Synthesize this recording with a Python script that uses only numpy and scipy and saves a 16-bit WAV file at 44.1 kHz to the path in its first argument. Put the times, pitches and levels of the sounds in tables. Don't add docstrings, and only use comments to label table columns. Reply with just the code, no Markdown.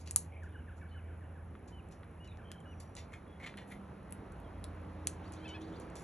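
import sys
import numpy as np
from scipy import signal
from scipy.fft import rfft, irfft
from scipy.io import wavfile
from scipy.ndimage import uniform_filter1d

SR = 44100
rng = np.random.default_rng(int(sys.argv[2]) if len(sys.argv) > 2 else 0)


def store_wav(level_fs):
    pcm = np.round(np.clip(np.atleast_2d(level_fs), -1, 1) * 32767)
    wavfile.write(sys.argv[1], SR, pcm.T.astype(np.int16))


N = 266099
T = np.arange(N) / SR
HZ = np.fft.rfftfreq(N, 1 / SR)

# [t/s, length/s, level/dB, brightness/(dB per octave)]
HUSK_CRUMBLES = [(0, 0.02, -63, 0), (0.056, 0.029, -57, -4), (0.431, 0.011, -68.5, 1),
                 (0.763, 0.03, -74.5, 0.5), (1.675, 0.014, -64, -1), (1.909, 0.027, -67, -3.5),
                 (2.24, 0.018, -69.5, -7.5), (2.799, 0.015, -58, -.5), (2.955, 0.044, -57, -6.5),
                 (3.669, 0.041, -67.5, 16), (3.709, 0.018, -62, 18), (5.237, 0.065, -74, -5),
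                 (5.319, 0.024, -61.5, -2.5), (5.362, 0.094, -79, -2), (5.478, 0.018, -59, -7),
                 (5.606, 0.018, -65.5, -4), (5.66, 0.13, -77, -6), (5.798, 0.026, -67, 1),
                 (5.952, 0.021, -58.5, -3.5), (5.964, 0.072, -63.5, 2)]
# [f/Hz, level/dB]
HUSK_COLOUR = [(800, -24), (3000, -1.5), (4500, 1), (7000, 3.5), (9000, -0.5), (10900, 6), (11700, -18),
               (12600, -48), (15000, -75)]
# [f/Hz, level/dB]
RAIL_COLOUR = [(300, -20), (800, -11), (960, -3), (1100, -9), (1500, -13), (1780, -2), (2090, -1),
               (2240, -3), (2370, 2), (2560, -7), (2720, 0), (2900, -7), (3080, 1), (3300, -9), (3540, -4),
               (3900, -10), (4200, -7), (4800, -17), (8000, -27), (11000, -36), (13000, -60), (15000, -80)]

# [t/s, level/dB]
DRONE_LEVEL = [(0, -49), (.8, -48.5), (1.1, -46), (1.5, -51), (1.65, -56), (2.05, -59), (2.25, -54.5),
               (2.9, -53.5), (3.5, -67), (4.25, -69.5), (4.45, -51.5), (5.02, -47.5), (5.7, -58)]
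DRONE_HZ, DRONE_CLIMB_HZ_PER_S, DRONE_OCTAVE_DB = 82, .55, -65.5

# [f/Hz, density/(dB per Hz)]
ROAD_COLOUR = [(25, -29.5), (55, 1), (120, 1), (250, 1.5), (500, -2), (900, -5), (1600, -12.5),
               (3000, -24.5), (5000, -34.5), (8000, -42), (11000, -51.5), (13000, -83), (15000, -92)]
CLOSEST_S, CLOSEST_M, SPEED_M_PER_S, LOSS_DB_PER_M, ROAR_DB = 5.95, 25, 15.94, 0.05, -50.5
# [loudest t/s, f there/Hz, glide/(Hz per s), level/dB, rise/(dB per s), fall/(dB per s)]
ENGINE_TONES = [(3.8, 197.2, -7.5, -57, 9, 3.5), (4.501, 52.8, 4.5, -54, 27, 9.5),
                (5.68, 321, 26, -53, 10, 35)]
# [f/Hz, density/(dB per Hz)]
AIR_COLOUR = [(15, -47.5), (28, -23.5), (45, -4), (75, 5.5), (120, -4.5), (190, -6), (260, -10),
              (360, -12.5), (700, -18), (1500, -25.5), (2600, -33), (4200, -51.5), (10800, -48.5),
              (13000, -70), (15000, -81.5)]

# [t/s, snap energy/dB, snap brightness/(dB per octave),
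# factor on the snap's frequencies, knock energy/dB, knock f/Hz]
SEED_CRACKS = [(0.1105, -14, -3, .98, -33, 2800), (.1613, 3, 0.5, 1, -20, 1204),
               (1.553, -60, -13, 1, -33, 1250), (1.888, -44, 2, 0.98, -52, 2590),
               (2.033, -54, -10, 1, -32.5, 1450), (2.276, -46, -6, 0.81, -56, 2960),
               (2.3727, -49.5, -15, 0.73, -43, 2010), (2.517, -27, -12.5, 1.05, -32, 2900),
               (2.6035, -42, 1, 0.93, -52, 3000), (2.801, -34, 0, 0.99, -55, 2400),
               (2.953, -29, -3, 0.92, -42, 1300), (3.541, -52, -6, 1, -30.5, 1550),
               (3.573, -33.5, 19, 0.99, -38, 2700), (4.108, -37, 24, 1, -50, 2400),
               (4.1244, -20, 23.5, .99, -34.5, 2400), (4.322, -39.5, -6, 1.03, -51.5, 2410),
               (4.402, -45, 8, 1.06, -52, 2410), (4.6417, -24, 4, 0.98, -28, 4100),
               (5.0719, -6, -6.5, 0.99, -24, 3400), (5.322, -32, 3, 1, -41, 2410),
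               (5.336, -32.5, -10, .9, -41, 2000), (5.481, -40, -11, .9, -41, 3180),
               (5.7998, -32, 17, .98, -47, 2400), (5.901, -41, -4, 0.99, -58, 2400),
               (5.956, -29, -9, 0.99, -42, 1300)]
# [f/Hz, level/dB]
SNAP_COLOUR = [(500, -57.5), (2500, -29.5), (4500, -21), (5700, -16), (7200, -7), (9100, -1), (10800, -2.5),
               (11600, -19), (12600, -38), (14300, -43), (16000, -60)]
# [multiple of the knock's pitch, level/dB]
KNOCK_COLOUR = [(.15, -17), (.55, -12.5), (1, 0), (1.5, -9), (2.6, -17), (4, -35), (8, -52), (14, -68)]
# [delay/s, level/dB]
HARD_ECHOES = [(.0026, -22), (.0053, -16.5), (.0071, -21.5), (0.0096, -25.5), (0.013, -25.5)]
# [f/Hz, t60/s]
PORCH_DECAY = [(200, 0.27), (1500, 0.12), (4000, .24), (9000, 0.15), (11500, 0.19), (14000, 0.096)]

CHATTER_START_S, CHATTER_END_S, CHATTER_LOW_HZ, CHATTER_HIGH_HZ, CHATTER_DB = .25, 1.25, 2100, 3400, -77.5
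# [t/s, level/dB]
RISING_NOTES = [(5.222, -70.5), (5.348, -73), (5.6, -69), (5.72, -68)]
RISE_S, RISE_FROM_HZ, RISE_TO_HZ = .045, 2900, 4900
# [t/s, length/s, start f/Hz, end f/Hz, mid-note bow/Hz, level/dB]
SLURRED_CHIRPS = [(0.321, 0.031, 2190, 2665, 1, -68), (0.36, 0.01695, 2050, 2540, 3, -65.5),
                  (0.483, .052, 3330, 3100, 450, -83), (0.526, 0.062, 2940, 3070, -120, -75.5),
                  (0.585, 0.022, 3110, 2640, 72, -74), (0.807, 0.043, 2300, 2238, 0, -72),
                  (0.885, 0.05, 4590, 3840, 2, -86), (2.272, 0.06, 4130, 3490, -62, -70),
                  (2.308, 0.02, 2190, 2700, 4, -63.5), (2.389, .035, 2810, 2300, 2, -73.5),
                  (3.271, 0.075, 3390, 3340, -1, -78.5), (4.44, .035, 3350, 3140, 0, -73.5)]
# [t/s, length/s, start f/Hz, level/dB]
FALLING_PEEPS = [(0.415, 0.04, 2005, -56.5), (0.537, 0.042, 1960, -59.5), (0.671, 0.043, 1953, -59),
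                 (0.807, 0.044, 1940, -59.5), (.939, 0.049, 1900, -62), (1.072, 0.059, 1910, -64.5),
                 (1.202, 0.051, 2070, -64.5), (1.34, .061, 1990, -66), (2.376, 0.047, 1950, -63),
                 (2.498, 0.044, 1940, -63.5), (2.634, .053, 1920, -65.5)]
PEEP_FALL = .35
# [t/s, f/Hz, slope/(Hz per s), level/dB]
HOOKED_WHISTLES = [(0.913, 3015, -300, -66.5), (1.72, 3076, -1400, -66), (2.2, 2855, 1799, -64.5),
                   (2.654, 2920, 98, -66)]
# [t into the note/s, factor on the pitch]
WHISTLE_BEND = [(0, 0.98), (.012, 1), (.064, 1), (.076, .95), (.092, .76)]
TRILL_START_S, TRILL_LENGTH_S, TRILL_HZ, TRILL_DB = 2.437, .19, 3136, -62.5
# [t/s, f/Hz, level/dB]
THIN_CALL_PATH = [(2.665, 6300, -95), (2.688, 5880, -79), (2.76, 5790, -84.5), (2.88, 5810, -86),
                  (2.92, 5750, -100)]

# [t/s, length/s, wood level/dB, grit level/dB, squeak f/Hz, squeak level/dB]
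CLAW_SCRAPES = [(2.971, 0.015, -59, -68, 2080, -58.5), (3.117, .016, -75, -74, 2130, -66),
                (3.129, 0.015, -61, -66, 2120, -53.5), (3.399, .022, -68, -77, 2120, -56.5),
                (3.42, 0.031, -57, -67, 2130, -49.5), (3.453, 0.027, -52, -64.5, 2050, -53),
                (3.572, 0.0212, -55.5, -72, 1980, -57.5), (3.603, 0.025, -74, -79, 1880, -59.5),
                (3.698, 0.04, -64, -75, 2070, -57.5)]
# [t/s, pitch f/Hz, level/dB]
SQUAWK_PATH = [(5.395, 739, -72), (5.434, 808, -64), (5.446, 771, -58.5), (5.453, 865, -53.5),
               (5.46, 880, -50.5), (5.47, 841, -54), (5.474, 774, -55), (5.5, 754, -54), (5.512, 735, -54),
               (5.527, 767, -59), (5.538, 750, -52), (5.549, 860, -50.5), (5.566, 841, -51),
               (5.585, 770, -70)]

# [f/Hz, likeness 0..1]
PORT_LIKENESS = [(150, 1), (250, .9), (600, .79), (1200, .58), (2000, 1)]
# [f/Hz, lead/rad]
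PORT_LEAD = [(50, 0), (430, 0), (860, .55), (1460, -.3), (2500, .7), (4130, .75), (4650, 1.9), (5200, 4.9),
             (5650, 6.1), (8000, 8.3), (9150, 9.42), (10900, 11.1), (12000, 12.5)]
# [f/Hz, level/dB]
PORT_BALANCE = [(40, -.3), (170, -1.4), (350, -2.4), (700, -3.3), (1400, -.4), (3000, .1), (11000, .7)]
EDGE_HZ = 16000


def amp(db):
    return 10 ** (np.asarray(db) / 20)


def evened(x):
    return x / np.sqrt(np.mean(x ** 2) + 1e-20)


def read(points, hz):
    f, value = np.transpose(points)
    return np.interp(np.log(hz + 1e-9), np.log(f), value)


def follow(rows, t):
    s, *columns = np.transpose(rows)
    return [np.interp(t, s, c) for c in columns]


def add(mix, s, sound):
    part = mix[max(round(s * SR), 0):][:len(sound)]
    part += sound[:len(part)]


def drift(rate):
    noise = rfft(rng.standard_normal(N))
    return evened(irfft(noise * np.exp(-(HZ / rate) ** 2), N))


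def colour(x, points, tilt_db=0, scale=1, size=1024):
    hz = abs(np.fft.fftfreq(size, 1 / SR))
    octaves = np.log2(np.clip(hz, 2500, 11000) / 11000)
    log_gain = np.log(amp(read(points, hz / scale) + tilt_db * octaves))
    ring = np.fft.ifft(np.exp(np.conj(signal.hilbert(log_gain)))).real
    return signal.fftconvolve(x, ring / np.linalg.norm(ring))


def note(hz, db, soft=0.17):
    tone = np.sin(2 * np.pi * np.cumsum(hz) / SR)
    return amp(db) * np.sqrt(2) * tone * signal.windows.tukey(len(hz), soft)


def reflected(x):
    out = x.copy()
    for delay, db in HARD_ECHOES:
        add(out, delay, amp(db) * x)
    return out


def porch(x, early_db, tail_db, first_s=0.0044, early_t60=0.026):
    t = T[:SR // 2]
    signs = rng.choice([-1., 1.], (2, len(t)))
    taps = signs * (rng.random((2, len(t))) < .2)
    early = taps[0] * (t > .001) * amp(-60 * t / early_t60)
    hz, frame_s, z = signal.stft(taps[1] * (t > first_s), SR, nperseg=256)
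    decay = amp(-60 * frame_s / read(PORCH_DECAY, hz)[:, None])
    tail = signal.istft(z * decay, SR, nperseg=256)[1][:len(t)]
    echoes = amp(early_db) * early / np.linalg.norm(early)
    echoes += amp(tail_db) * tail / np.linalg.norm(tail)
    return x + signal.fftconvolve(x, echoes)[:N]


def garden(x, wet_db=-8, t60=0.45, taps_per_s=500):
    t = T[:SR // 2]
    taps = rng.standard_normal(len(t)) * (rng.random(len(t)) < taps_per_s / SR)
    tail = taps * (t > .008) * amp(-60 * t / t60)
    return x + amp(wet_db) * signal.fftconvolve(x, tail / np.linalg.norm(tail))[:N]


def slips(per_s, spread_db, clump_db):
    spread = spread_db * np.minimum(rng.exponential(1, N), 4)
    size = amp(spread + clump_db * drift(140))
    return rng.choice([-1, 1], N) * (rng.random(N) < per_s / SR) * size


def stroke(steps, s, length, swell_db_per_s):
    run = steps[max(int(s * SR), 0):][:int(length * SR)] + 1e-9
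    swell = amp(swell_db_per_s * T[:len(run)])
    return evened(run * swell) * signal.windows.tukey(len(run), .3)


def husking(rail_db=-11):
    out = np.zeros(N)
    steps = slips(per_s=2500, spread_db=-0.5, clump_db=4.5)
    for s, length, db, bright_db in HUSK_CRUMBLES:
        run = amp(db) * stroke(steps, s, length, swell_db_per_s=-18.5)
        add(out, s, colour(run, HUSK_COLOUR, bright_db) + amp(rail_db) * colour(run, RAIL_COLOUR))
    return out


def engine_tone(hz, db, waver_hz, flutter_db):
    phase = 2 * np.pi * np.cumsum(hz + waver_hz * drift(8)) / SR
    return np.sqrt(2) * amp(db + flutter_db * drift(10)) * np.sin(phase)


def motor():
    hz = DRONE_HZ + DRONE_CLIMB_HZ_PER_S * T
    db, = follow(DRONE_LEVEL, T)
    drone = engine_tone(hz, db, waver_hz=0.65, flutter_db=-0.06)
    return drone + engine_tone(2 * hz, DRONE_OCTAVE_DB, waver_hz=0.72, flutter_db=3.5)


def wash(spectrum, patchy_db):
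    hz = np.fft.rfftfreq(2048, 1 / SR)
    a, b, c, d, patches = rng.standard_normal((N // 512 + 5, len(hz), 5)).T
    patches = uniform_filter1d(patches, size=14, axis=0)
    patches = evened(uniform_filter1d(patches, size=8, axis=1))
    same = read(PORT_LIKENESS, hz)[:, None]
    left = a + 1j * b
    right = same * left + np.sqrt(1 - same ** 2) * (c + 1j * d)
    z = np.array([left, right]) * amp(read(spectrum, hz)[:, None] + patchy_db * patches)
    return evened(signal.istft(z, nperseg=2048, noverlap=1536)[1][:, :N])


def vehicle():
    metres = np.hypot(CLOSEST_M, SPEED_M_PER_S * (T - CLOSEST_S))
    nearness = CLOSEST_M / metres
    ground_db = -LOSS_DB_PER_M * (metres - CLOSEST_M)
    out = amp(ROAR_DB + ground_db) * nearness * wash(ROAD_COLOUR, patchy_db=1.22)
    for s, hz, glide, db, rise, fall in ENGINE_TONES:
        t = T - s
        swell_db = np.minimum(rise * t, -fall * t)
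        out += engine_tone(hz + glide * t, db + swell_db, waver_hz=1.3, flutter_db=2.5)
    return out


def outdoor_air():
    return amp(-52.5) * wash(AIR_COLOUR, patchy_db=1.37)


def camera_buzz(hz=10320, level_db=-71, hiss_db=-82, waver=1.04):
    frame_rate, pip_s = 59.9, .0018
    since = (T * frame_rate % 1 - .5) / frame_rate
    pips = amp(level_db + 2 * drift(40)) * np.exp(-(since / pip_s) ** 2)
    phase = 2 * np.pi * hz * T
    hiss = drift(500) * np.sin(phase) + drift(460) * np.cos(phase)
    return pips * np.sin(phase + waver * drift(100)) + amp(hiss_db) * hiss


def cracks(split_s=0.00052, split_db=-11, rattle_db=-6, rattle_t60=0.03):
    out, t = np.zeros(N), T[:SR // 50]
    for s, snap_db, bright_db, shift, knock_db, knock_hz in SEED_CRACKS:
        snap = colour(amp([snap_db]), SNAP_COLOUR, bright_db, shift)
        add(out, s, snap)
        add(out, s + split_s * rng.uniform(.85, 1.3), amp(split_db) * snap)
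        rattle = rng.standard_normal(len(t)) * amp(-60 * t / rattle_t60)
        blow = (t == 0) + amp(rattle_db) * rattle / np.linalg.norm(rattle)
        add(out, s, amp(knock_db) * colour(blow, KNOCK_COLOUR, scale=knock_hz))
    return out


def far_birds(chatter_s=0.0253, glide=.25, dull_db_per_octave=12, blur_t60=.08, count=44):
    out = np.zeros(N)
    calls = [(s, RISE_S, RISE_FROM_HZ, RISE_TO_HZ, db) for s, db in RISING_NOTES]
    for when, height, slope in rng.random((count, 3)):
        s = CHATTER_START_S + when * (CHATTER_END_S - CHATTER_START_S)
        hz = CHATTER_LOW_HZ * (CHATTER_HIGH_HZ / CHATTER_LOW_HZ) ** height
        end_hz = hz * (1 + glide * (2 * slope - 1))
        db = CHATTER_DB - dull_db_per_octave * np.log2(hz / CHATTER_LOW_HZ)
        calls.append((s, chatter_s, hz, end_hz, db))
    for s, length, start_hz, end_hz, db in calls:
        paths = rng.standard_normal(4096) * amp(-60 * T[:4096] / blur_t60)
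        call = note(np.linspace(start_hz, end_hz, int(length * SR)), db)
        add(out, s, signal.fftconvolve(call, paths / np.linalg.norm(paths)))
    return out


def twitters(wobble=0.0072, flutter_db=4.5):
    out, unsteady = np.zeros(N), 1 + wobble * drift(200)
    for s, length, start_hz, end_hz, bow_hz, db in SLURRED_CHIRPS:
        t = T[T < length]
        bow = bow_hz * (1 - (2 * t / length - 1) ** 2)
        hz = np.interp(t, [0, length], [start_hz, end_hz]) + bow
        add(out, s, note(hz * np.interp(s + t, T, unsteady), db, soft=0.22))
    return out * amp(flutter_db * drift(130))


def peeps(echo_s=.037, echo_db=-4, flutter_db=1.5, wobble=.011, octave_db=-18):
    out, unsteady = np.zeros(N), 1 + wobble * drift(270)
    for s, length, hz, db in FALLING_PEEPS:
        t = T[T < length]
        pitch = hz * (1 - PEEP_FALL) ** (t / length) * np.interp(s + t, T, unsteady)
        peep = note(pitch, db, soft=0.72) + note(2 * pitch, db + octave_db) * t / length
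        add(out, s, peep)
        add(out, s + echo_s, amp(echo_db) * peep)
    return out * amp(flutter_db * drift(120))


def whistles(flutter_db=1.0, wobble=0.004):
    out, t = np.zeros(N), T[T < WHISTLE_BEND[-1][0]]
    bend, = follow(WHISTLE_BEND, t)
    unsteady = 1 + wobble * drift(150)
    for s, hz, slope, db in HOOKED_WHISTLES:
        pitch = (hz + slope * t) * bend * np.interp(s + t, T, unsteady)
        add(out, s, note(pitch, db, soft=0.1))
    return out * amp(flutter_db * drift(110))


def trill(sweeps_per_s=74, slowing_per_s=3.7, depth_hz=200, fade_db_per_s=18):
    out, t = np.zeros(N), T[T < TRILL_LENGTH_S]
    cycle = np.cumsum(sweeps_per_s * np.exp(-slowing_per_s * t)) / SR % 1
    pitch = TRILL_HZ + depth_hz * (1 - 2 * cycle)
    sweeps = note(pitch, TRILL_DB - fade_db_per_s * t, soft=0.18)
    add(out, TRILL_START_S, np.sin(np.pi * cycle) ** 2 * sweeps)
    return out


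def thin_call(wobble=.011, flutter_db=3.5):
    hz, db = follow(THIN_CALL_PATH, T)
    sounding = (T > THIN_CALL_PATH[0][0]) & (T < THIN_CALL_PATH[-1][0])
    pitch = hz * (1 + wobble * drift(210))
    return sounding * note(pitch, db + flutter_db * drift(60), soft=0)


def scrapes(squeak_width_hz=170):
    out, t = np.zeros(N), T[:1024]
    steps = slips(per_s=1300, spread_db=2.6, clump_db=4.5)
    for s, length, wood_db, grit_db, hz, squeak_db in CLAW_SCRAPES:
        run = stroke(steps, s, length, swell_db_per_s=88)
        ring = np.sin(2 * np.pi * hz * t) * np.exp(-np.pi * squeak_width_hz * t)
        squeak = signal.fftconvolve(run, ring)
        squeak *= np.linalg.norm(run) / np.linalg.norm(squeak)
        wood = amp(wood_db) * colour(run, RAIL_COLOUR)
        grit = amp(grit_db) * colour(run, HUSK_COLOUR)
        add(out, s, wood + grit + amp(squeak_db) * squeak)
    return out


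def squawk(throat_hz=2830, width_hz=620, low_hz=1680, low_width_hz=260, low_db=-16,
           jitter=.01, skirt_db=-28, rasp=.2):
    hz, db = follow(SQUAWK_PATH, T)
    phase = 2 * np.pi * np.cumsum(hz * (1 + jitter * drift(260))) / SR

    def peak(f, centre, width):
        return 1 / (1 + (2 * (f - centre) / width) ** 2)

    def throat(f):
        return amp(skirt_db) + peak(f, throat_hz, width_hz) + amp(low_db) * peak(f, low_hz, low_width_hz)

    voice = sum(np.sin(k * phase) * throat(k * hz) for k in range(2, 7))
    voice = voice * (1 + rasp * drift(890))
    sounding = (T > SQUAWK_PATH[0][0]) & (T < SQUAWK_PATH[-1][0])
    soft_gate = uniform_filter1d(1. * sounding, size=400)
    return amp(db) * soft_gate * voice / np.std(voice[sounding])


def scene():
    parrot = porch(husking(), early_db=-35.0, tail_db=-3.0)
    parrot += porch(reflected(cracks()), early_db=-14.5, tail_db=-13.5)
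    parrot += porch(scrapes(), early_db=-39, tail_db=-3.5)
    birds = garden(far_birds(), wet_db=0.0, t60=0.47, taps_per_s=1300)
    birds += garden(twitters(), wet_db=-3.5, t60=0.19, taps_per_s=2000)
    birds += garden(peeps(), wet_db=-8, t60=.4, taps_per_s=1500)
    birds += garden(whistles(), wet_db=-13)
    birds += garden(trill(), wet_db=-12)
    birds += garden(thin_call(), wet_db=-4)
    birds += garden(squawk(), wet_db=-15, t60=.25, taps_per_s=1600)
    return parrot + birds + motor() + vehicle() + outdoor_air() + camera_buzz()


def gain_lift(x, threshold_db=-24, lag_s=.003, recovery_db_per_s=25):
    lift_db_per_db = 1 / 1.7 - 0.5
    power = abs(uniform_filter1d((x ** 2).mean(0), size=88))
    level_db = 10 * np.log10(power + 1e-12)
    fall = recovery_db_per_s * T
    held_db = np.maximum.accumulate(level_db + fall) - fall
    over_db = uniform_filter1d(np.maximum(held_db - threshold_db, 0), size=44)
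    return x * amp(lift_db_per_db * np.interp(T - lag_s, T, over_db))


def record(dry, low_cut_hz=30):
    port = np.exp(.5j * read(PORT_LEAD, HZ)) * amp(read(PORT_BALANCE, HZ) / 2)
    bass_cut = 1 - 1 / (1 + (HZ / low_cut_hz) ** 4)
    heard = irfft(rfft(gain_lift(dry)) * bass_cut * np.array([port, 1 / port]), N)
    band_limit = signal.firwin(255, EDGE_HZ, window=("kaiser", 9), fs=SR)
    return signal.oaconvolve(heard, band_limit[None], "same")


dry = scene()
out = record(dry)
store_wav(out)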